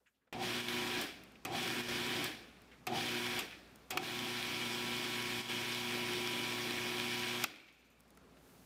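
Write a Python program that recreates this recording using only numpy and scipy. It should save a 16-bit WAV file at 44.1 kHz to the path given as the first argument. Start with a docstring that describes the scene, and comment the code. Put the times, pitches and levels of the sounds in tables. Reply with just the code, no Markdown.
"""A food processor with an induction motor is pulsed three times, then latched on, in a small tiled kitchen.
The blade flings a crumbly mixture at the plastic bowl: random impacts on noise excite the bowl's resonances.
The stator hums at multiples of twice the mains rate, rotor slots whine, and base and housing shake as noise.
Buttons click at starts and stops; between pulses the blade coasts down. Ticks, knocks, a few thin high tones
and room noise surround it. One microphone feeds both channels."""
import sys
import numpy as np
from scipy import signal
from scipy.fft import rfft, irfft, next_fast_len
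from scipy.io import wavfile
from scipy.ndimage import uniform_filter1d

SR = 44100
rng = np.random.default_rng(int(sys.argv[2]) if len(sys.argv) > 2 else 0)


def output_pcm(signal):
    """Save a mono or channel-first signal as 16-bit PCM at the path in sys.argv[1].

    Samples are clipped to [-1, 1] before scaling.
    """
    pcm = np.clip(np.atleast_2d(signal).T, -1, 1) * 32767
    wavfile.write(sys.argv[1], SR, np.round(pcm).astype(np.int16))


N = 381465
TIME = np.arange(N) / SR
MAINS_HZ = 60


def amp(db):
    """Level law: decibels to amplitude gain."""
    return 10 ** (np.asarray(db) / 20)


def unit(x):
    """Normalisation: scale to rms 1."""
    return x / np.sqrt(np.mean(x ** 2) + 1e-20)


def in_time(rows):
    """Linear interpolation: columns of a table joined in time."""
    seconds, *columns = np.transpose(rows)
    return [np.interp(TIME, seconds, column) for column in columns]


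def drift(rate_hz):
    """Slow random fluctuation: noise through a two-pole low-pass, rms 1."""
    step = 40  # samples between computed points
    r = np.exp(-2 * np.pi * rate_hz * step / SR)
    noise = rng.standard_normal(N // step + 2002)
    slow = signal.lfilter([1], [1, -2 * r, r * r], noise)[2000:]  # without the filter's onset
    return np.interp(np.arange(N) / step, np.arange(len(slow)), unit(slow))


def resonate(x, hz, width_hz):
    """Damped resonance: a two-pole filter with gain close to 1 at its peak."""
    r = np.exp(-np.pi * width_hz / SR)
    numerator = [(1 - r * r) / 2, 0, (r * r - 1) / 2]
    denominator = [1, -2 * r * np.cos(2 * np.pi * hz / SR), r * r]
    return signal.lfilter(numerator, denominator, x + 1e-18)


def through(x, modes):
    """Modal superposition: parallel resonances with alternating signs."""
    return sum(amp(db) * resonate(x, hz, width) * (-1) ** k for k, (hz, width, db) in enumerate(modes))


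def colour(sources, spectrum, patchy_db):
    """Band synthesis: third-octave bands dealt from two sources, each with its level and flicker; rms 1."""
    hz, db = np.transpose(spectrum)
    out = 0
    edges = 22 * 2 ** np.arange(0, 9.7, 1 / 3)
    for k, (low, high) in enumerate(zip(edges, edges[1:])):
        if low > hz[0] / 1.3 and high < hz[-1] * 1.3:
            bandpass = signal.butter(2, [low, high], "band", fs=SR, output="sos")
            band = signal.sosfilt(bandpass, sources[k % 2])
            centre_db = np.interp(np.log(low * high) / 2, np.log(hz), db)
            out = out + band * amp(centre_db + patchy_db * drift(13.4))
    return unit(out)


def highpass(x, order, hz):
    """Spectral tilt: a Butterworth high-pass."""
    return signal.sosfilt(signal.butter(order, hz, "high", fs=SR, output="sos"), x)


def tone(hz, db, waver_db, slip=0, locked=False):
    """Amplitude-modulated sinusoid: slip (cycles) blurs its pitch; locked lines start at a peak together."""
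    phase = hz * TIME + (not locked) * rng.random() + slip
    return np.sqrt(2) * amp(db + waver_db * drift(3.0)) * np.cos(2 * np.pi * phase)


def burst(start_s, t60, rise=1e-4):
    """Exponential decay: noise that swells from start_s (rise is a time constant in s) and dies away."""
    out, start = np.zeros(N + SR), int(start_s * SR)
    age = TIME[:SR // 2]
    envelope = (1 - np.exp(-age / rise)) * amp(-60 * age / t60)
    out[start:start + SR // 2] = envelope * rng.standard_normal(SR // 2)
    return out[:N]


# Spectrum of the room noise. Each row: frequency in Hz, relative density in dB per Hz.
ROOM_SPECTRUM = [(15, -53), (25, -31), (48, -11), (296, 0.5), (330, -16.5), (422, -1), (510, -9.5),
                 (584, -9.5), (1010, -14), (1360, -12), (1680, -17.5), (4360, -24), (16500, -39)]
# Kitchen background over time. Each row: time in seconds, room noise level in dB, treble hiss level in dB.
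ROOM_LEVEL = [(0, -79, -88), (.1, -87.5, -86), (.325, -83.5, -100), (.33, -62, -87), (2.8, -63, -84),
              (3.8, -62, -77), (7.4, -82, -90), (7.9, -69.5, -82), (8.2, -63.5, -88), (8.38, -63.5, -76),
              (8.5, -62.5, -68), (8.65, -62.5, -69)]


def background():
    """Broadband ambient noise: room noise, a mains hum from another appliance and a faint hiss."""
    level_db, treble_db = in_time(ROOM_LEVEL)
    hiss = unit(highpass(rng.standard_normal(N), 1, 3500))
    hum = tone(MAINS_HZ, -10, 0.92)  # dB relative to the room noise
    room = colour(rng.standard_normal((2, N)), ROOM_SPECTRUM, patchy_db=1.4)
    return amp(level_db) * (room + hum) + amp(treble_db) * hiss


def kitchen(x):
    """Reverberation by recirculation: eight feedback delays solved in frequency, treble dying sooner."""
    size = next_fast_len(N + SR)
    w = np.linspace(0, np.pi, size // 2 + 1)  # radians per sample
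    t60 = 1 / (1 + 2.7 * w)  # seconds; 1 s at the lowest frequency
    lags = rng.uniform(.012, .035, 8) * SR
    loops = [amp(-60 * lag / SR / t60) * np.exp(-1j * w * lag) for lag in lags]
    response = sum(g / (1 - g) * (-1) ** k for k, g in enumerate(loops))
    return irfft(rfft(x, size) * response, size)[:N]


# Dry ticks of crumbs and plastic. Each row: start in seconds, level in dB before the high-pass.
TICKS = [(1.237, -48), (1.3204, -59), (2.4924, -64), (2.6184, -54), (3.758, -47), (7.7258, -62),
         (7.9029, -61.5), (7.9924, -64), (8.0012, -60.5), (8.0057, -54), (8.0341, -67), (8.0795, -64),
         (8.0884, -67), (8.105, -54), (8.1509, -61), (8.173, -51)]


def ticks():
    """Impulsive excitation: noise of 11 ms decay, high-passed to a bright tick."""
    return highpass(sum(amp(db) * burst(s, 0.011) for s, db in TICKS), 2, 4500)


# Soft knocks and scrapes of utensils. 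Each row: start in seconds, level in dB before the resonances,
# centre in Hz, width in Hz, rise time constant in seconds, 60 dB decay time in seconds.
KNOCKS = [(.005, -52, 480, 200, 0.0063, 0.12), (.055, -44, 1600, 900, 0.017, 0.1),
          (.06, -45, 2520, 900, 0.014, 0.082), (.065, -58, 6900, 1500, .012, .09),
          (.135, -66, 2800, 2500, 0.017, 0.17), (.21, -58, 1700, 700, 0.012, .12),
          (.27, -52, 500, 400, .005, 0.087), (.27, -54, 1400, 1500, 0.0042, 0.059),
          (1.354, -41, 2560, 1200, 0.00074, 0.05), (2.712, -45, 1840, 1790, .004, 0.25),
          (3.522, -36.5, 2050, 1500, .001, 0.15), (7.682, -42, 2180, 2000, 0.0022, 0.046),
          (8.173, -40.5, 1310, 1200, 0.0005, 0.024), (8.367, -53, 1500, 2500, .003, 0.11)]


def knocks():
    """Damped body response: short noise twice through one broad resonance."""
    out = 0
    for s, db, hz, width, rise, t60 in KNOCKS:
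        once = resonate(burst(s, t60, rise), hz, width)
        out = out + amp(db) * resonate(once, hz, width)
    return out


# Button and latch clicks. Each row: start in seconds, body level in dB and crack level in dB (both before
# the modes), 60 dB decay time of the body burst in seconds.
BUTTONS = [(0.326, -39, -55, 0.13), (1.0122, -44, -36, 0.075), (1.45, -31.5, -38.5, 0.079),
           (2.242, -42, -34, 0.066), (2.868, -28.5, -41, 0.087), (3.3903, -34, -37, 0.14),
           (3.9055, -31, -37, 0.13), (3.9726, -21, -32, 0.038), (7.4397, -15.5, -24.5, 0.028)]
# Plastic modes rung by the snap. Each row: frequency in Hz, width in Hz, relative gain in dB.
BUTTON_MODES = [(700, 270, -14), (1240, 200, 0), (1840, 440, -4), (2510, 290, 3.5), (3280, 510, -3.5),
                (4400, 1540, -9.5)]
# Modes of the bright crack. Each row: frequency in Hz, width in Hz, gain in dB.
CRACK_MODES = [(6900, 2900, 4.5), (10000, 2800, 2), (13700, 1500, 6.5)]


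def buttons():
    """Modal impact response: a snap rings the plastic modes and a shorter bright crack rides on top."""
    snap = sum(amp(db) * burst(s, t60) for s, db, crack_db, t60 in BUTTONS)
    crack = sum(amp(crack_db) * burst(s, 0.37 * t60) for s, db, crack_db, t60 in BUTTONS)
    return amp(6.5) * through(snap, BUTTON_MODES) + through(crack, CRACK_MODES)


# Motor current on and off. Each row: on in seconds, off in seconds, hum build-up time constant in seconds,
# bowl ring while coasting in dB, time to bring the blade to speed in seconds, level offset on reaching full
# speed in dB, start surge of the hum near 360 Hz in dB, start groan in dB, level step at switch-off in dB,
# coast-down loss in dB per second, delay of the groan peak in seconds, deep shudder in dB,
# base rumble in dB, coarse rattle in dB.
POWER = [(0.326, 1.007, 0.033, -30, .11, 0, -56, -46, 5, 61, 0.1, -49, -51, -12.5),
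         (1.451, 2.261, 0.089, -30, 0.11, 0.5, -48, -42, 1, 42, 0.098, -47, -50, -11),
         (2.871, 3.389, 0.024, -30, 0.092, 0.4, -50, -40, 0.8, 41, 0.065, -44, -51.5, -12),
         (3.903, 7.439, 0.24, 0, 0.14, -2.5, -49.5, -50, -5.5, 35, 0.05, -61, -52.5, -20)]


def cycle_settings():
    """Piecewise-constant control: at each sample, the columns of the latest switch-on."""
    latest = np.searchsorted([row[0] for row in POWER], TIME) - 1
    return np.transpose(POWER)[:, np.maximum(latest, 0)]


def powered(rises, fall_s):
    """Exponential relaxation: climbs after each switch-on, dies after each switch-off."""
    out = np.zeros(N)
    for (on, off, *_), rise in zip(POWER, np.broadcast_to(rises, len(POWER))):
        climb = (TIME > on) * (1 - np.exp(-np.abs(TIME - on) / rise))
        out += climb * np.exp(-np.maximum(TIME - off, 0) / fall_s)
    return out


def coast_change(off, step_db, loss):
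    """Level decay in dB: a quick step, up or down, at switch-off, then a fall that slows."""
    coast = np.maximum(TIME - off, 0)
    early_db = -14.5 * (1 - np.exp(-coast / 0.13))
    return step_db * np.minimum(coast / 0.018, 1) + early_db - loss * coast


# Thin high tones that throb after the last stop. Each row: frequency in Hz, rms level in dB before the throb.
THIN_TONES = [(6062, -87), (6810, -85), (7176, -95), (7940, -95), (8705, -93), (10584, -98), (12107, -95),
              (12473, -92), (13620, -93), (13986, -89)]


def thin_tones():
    """Common amplitude modulation: fixed high tones switch on and off in step, 16.7 times a second."""
    swing = np.cos(2 * np.pi * 16.7 * (TIME - 7.622))  # peaks at 7.622 s
    throb = np.clip(1.5 * swing + .6, 0, 1)
    heard = (TIME > POWER[-1][1]) * (TIME < 7.94)
    return heard * throb * sum(tone(hz, db, 1.2) for hz, db in THIN_TONES)


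# Spectrum of the base on the counter. Each row: frequency in Hz, relative density in dB per Hz.
RUMBLE_SPECTRUM = [(40, -19), (70, -16.5), (105, -6.5), (150, -9), (300, 2), (420, -5.5), (470, -9.5),
                   (560, -8.5), (700, -10.5), (1000, -22)]
RUMBLE_FOLLOWS, GROAN_FOLLOWS = 0.76, 0.94  # share of the level change in dB after switch-off
SURGE_PEAK_S, SURGE_DB_PER_S = 0.067, 154  # the hum near 360 Hz surges once after switch-on
DEEP_LAG_S = 0.036  # a deeper shudder follows the surge


def base_and_housing():
    """Resonant noise: the base shakes the counter, the housing groans and a low hum surges at each start."""
    on, off, _, _, _, _, surge_db, groan_db, step_db, loss, groan_s, deep_db, rumble_db, _ = cycle_settings()
    age = np.maximum(TIME - on, 0)
    change_db = coast_change(off, step_db, loss)
    jolt = amp(step_db - 121 * np.abs(TIME - off))  # centred on switch-off, slopes in dB per s

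    # rumble and groan swell randomly with the load
    rumble_gain = amp(rumble_db + RUMBLE_FOLLOWS * change_db + 1.6 * drift(4.2)) + amp(-58) * jolt
    surge_gain = amp(surge_db - SURGE_DB_PER_S * np.abs(age - SURGE_PEAK_S))
    deep_gain = amp(deep_db - SURGE_DB_PER_S * np.abs(age - SURGE_PEAK_S - DEEP_LAG_S))

    # the groan: a kick at switch-on, a peak near full speed, a steady part and a stop jolt
    from_peak = age - groan_s
    swell = amp(groan_db + np.minimum(202 * from_peak, -176 * from_peak))  # slopes in dB per s
    kick = amp(-53.5 - 78 * age)
    groan_gain = amp(-59.5 + GROAN_FOLLOWS * change_db + 1 * drift(1.8)) + amp(-61) * jolt + swell + kick

    rumble = colour(rng.standard_normal((2, N)), RUMBLE_SPECTRUM, patchy_db=1.5)
    groan = unit(resonate(rng.standard_normal(N), hz=756, width_hz=53))
    surge = unit(resonate(rumble, hz=360, width_hz=33))
    deep = unit(resonate(rumble, hz=148, width_hz=37))
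    low = rumble_gain * rumble + surge_gain * surge + deep_gain * deep
    return (TIME > POWER[0][0]) * (low + groan_gain * groan)


# Stator hum. Each row: multiple of mains, rms level in dB with current on, waver in dB.
HUM = [(2, -56.5, 0.3), (4, -50, 1.5), (6, -49, 2), (16, -64, 3), (20, -72, 4)]
# Slot whine. Each row: multiple of slot rate, offset in mains multiples, rms level in dB before WHINE_GAIN_DB.
WHINE = [(1, -4, -67), (1, -2, -57), (1, 0, -60), (1, 4, -61), (2, -4, -66), (2, 0, -55), (2, 2, -56),
         (2, 4, -56), (2, 6, -60)]
# Rotor wobble. Each row: mains multiple, rotor multiple, rms level in dB at speed.
WOBBLE = [(0, 2, -75), (0, 3, -76), (2, 1, -64), (2, 2, -67), (4, -1, -66), (16, -7, -65), (16, -6, -64)]
ROTOR_HZ, SLOT_HZ, WHINE_GAIN_DB = 29.0, 1102.7, 0.5


def motor():
    """Magnetic forcing: the tones need current; slot and rotor lines build up more slowly than most hums."""
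    slip = 0.076 * drift(3.2)  # cycles
    hum = sum(tone(k * MAINS_HZ, db, waver, locked=True) for k, db, waver in HUM)
    whine = sum(tone(k * SLOT_HZ + m * MAINS_HZ, db + WHINE_GAIN_DB, 1.37, k * slip, locked=True)
                for k, m, db in WHINE)
    wobble = sum(tone(m * MAINS_HZ + k * ROTOR_HZ, db, 1.5) for m, k, db in WOBBLE)
    current = powered([row[2] for row in POWER], 0.0059)
    spin = powered(.15, 0.0098)
    return hum * current + (whine + wobble) * spin


def crumbs(per_s, spread_db):
    """Poisson impacts: two random trains on dense noise, a little stronger on each flux peak."""
    strength_db = spread_db * np.minimum(rng.exponential(1, (2, N)), 3.8)
    hits = (rng.random((2, N)) < per_s / SR) * amp(strength_db)
    beat = 1 + 0.023 * np.cos(2 * np.pi * 2 * MAINS_HZ * TIME)
    return beat * rng.standard_normal((2, N)) * (1 + 1.3 * hits)


# Spectrum of the chopped mixture. 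Each row: frequency in Hz, relative density in dB per Hz.
CHOP_SPECTRUM = [(260, -40), (450, -5.5), (764, -3.5), (894, -16), (973, -2.5), (1210, -5.5), (1330, -2),
                 (2000, -5), (2400, 3.5), (2710, -3.5), (3400, -1), (3790, 0), (5570, -3), (6290, -7.5),
                 (8000, -8.5), (10400, -81), (17600, -120)]
# Bowl resonances. Each row: frequency in Hz, width in Hz, gain in dB.
BOWL_MODES = [(1654, 92, -4), (1820, 89, 1.5), (2250, 580, 0), (2980, 94, 3.5), (3253, 275, 6),
              (3430, 74, -5.5), (4020, 120, -9.5), (4630, 180, -5.5), (5500, 39, -13), (5720, 82, -2.5)]
# Spectrum of the air hiss. Each row: frequency in Hz, relative density in dB per Hz.
HISS_SPECTRUM = [(2940, 5), (5000, 15), (5610, -92), (6550, 11), (10600, 9), (14600, 1), (16200, 8),
                 (16500, -53)]
CHOP_DB, HISS_DB = -41, -50.5  # at full speed, once the offset has died away
IDLE_CHOP_DB, IDLE_HISS_DB, BITE_S = -13, -16.5, .055  # quieter by this until the blade bites
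OFFSET_FADE_S = 0.3  # time constant of the level offset on reaching full speed
HISS_FOLLOWS = 1.18  # share of the level change in dB after switch-off


def mixture():
    """Impact excitation of resonances: crumbs strike the bowl wall, with air hiss."""
    on, off, _, ring_db, full_s, offset_db, _, _, step_db, loss, _, _, _, loose_db = cycle_settings()
    age = np.maximum(TIME - on, 0)
    idle = np.clip((full_s - age) / BITE_S, 0, 1)
    offset = offset_db * (1 - idle) * np.exp(-np.maximum(age - full_s, 0) / OFFSET_FADE_S)
    change_db = coast_change(off, step_db, loss)
    chop_gain = amp(CHOP_DB + IDLE_CHOP_DB * idle + offset + change_db)
    hiss_gain = amp(HISS_DB + IDLE_HISS_DB * idle + offset + HISS_FOLLOWS * change_db)

    grains = crumbs(per_s=300, spread_db=5.0)
    plain = colour(grains, CHOP_SPECTRUM, patchy_db=0.98)
    wall = unit(plain + sum(amp(db) * resonate(plain, hz, width) for hz, width, db in BOWL_MODES))
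    # coarse crumbs rattle lower
    wall = wall + amp(loose_db) * unit(resonate(plain, hz=1695, width_hz=440))
    # a slowing blade throws less hard: duller, with one mode left ringing
    dull = unit(resonate(plain, hz=1760, width_hz=1200))
    slow = dull + amp(ring_db) * unit(resonate(plain, hz=2300, width_hz=320))
    fast = np.clip(powered(0.0012, 0.27), 0, 1)
    hiss = colour(grains[::-1], HISS_SPECTRUM, patchy_db=0.5)
    chop = fast * wall + (1 - fast) * slow
    return (TIME > POWER[0][0]) * (chop_gain * chop + hiss_gain * hiss)


# The whole level dips briefly. Each row: start in seconds, end in seconds, depth in dB.
DIPS = [(0.616, 0.681, -4), (1.813, 1.884, -5), (5.415, 5.49, -5.5)]


def scene():
    """Linear superposition of all sources, with the brief dips laid over the sum."""
    hits = buttons() + ticks() + knocks()
    mono = background() + hits + amp(-28) * kitchen(hits) + thin_tones()
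    mono = mono + base_and_housing() + motor() + mixture()
    dip_db = sum(db * (TIME > start) * (TIME < end) for start, end, db in DIPS)
    return np.tile(mono * amp(uniform_filter1d(dip_db, size=200)), (2, 1))


def record(dry):
    """Band limitation: a steep low-pass cuts the top, 70 dB down from 4 % above 15800 Hz."""
    lowpass = signal.cheby2(14, 70, 15800 * 1.04, fs=SR, output="sos")
    return signal.sosfilt(lowpass, dry)


dry = scene()
out = record(dry)
output_pcm(out)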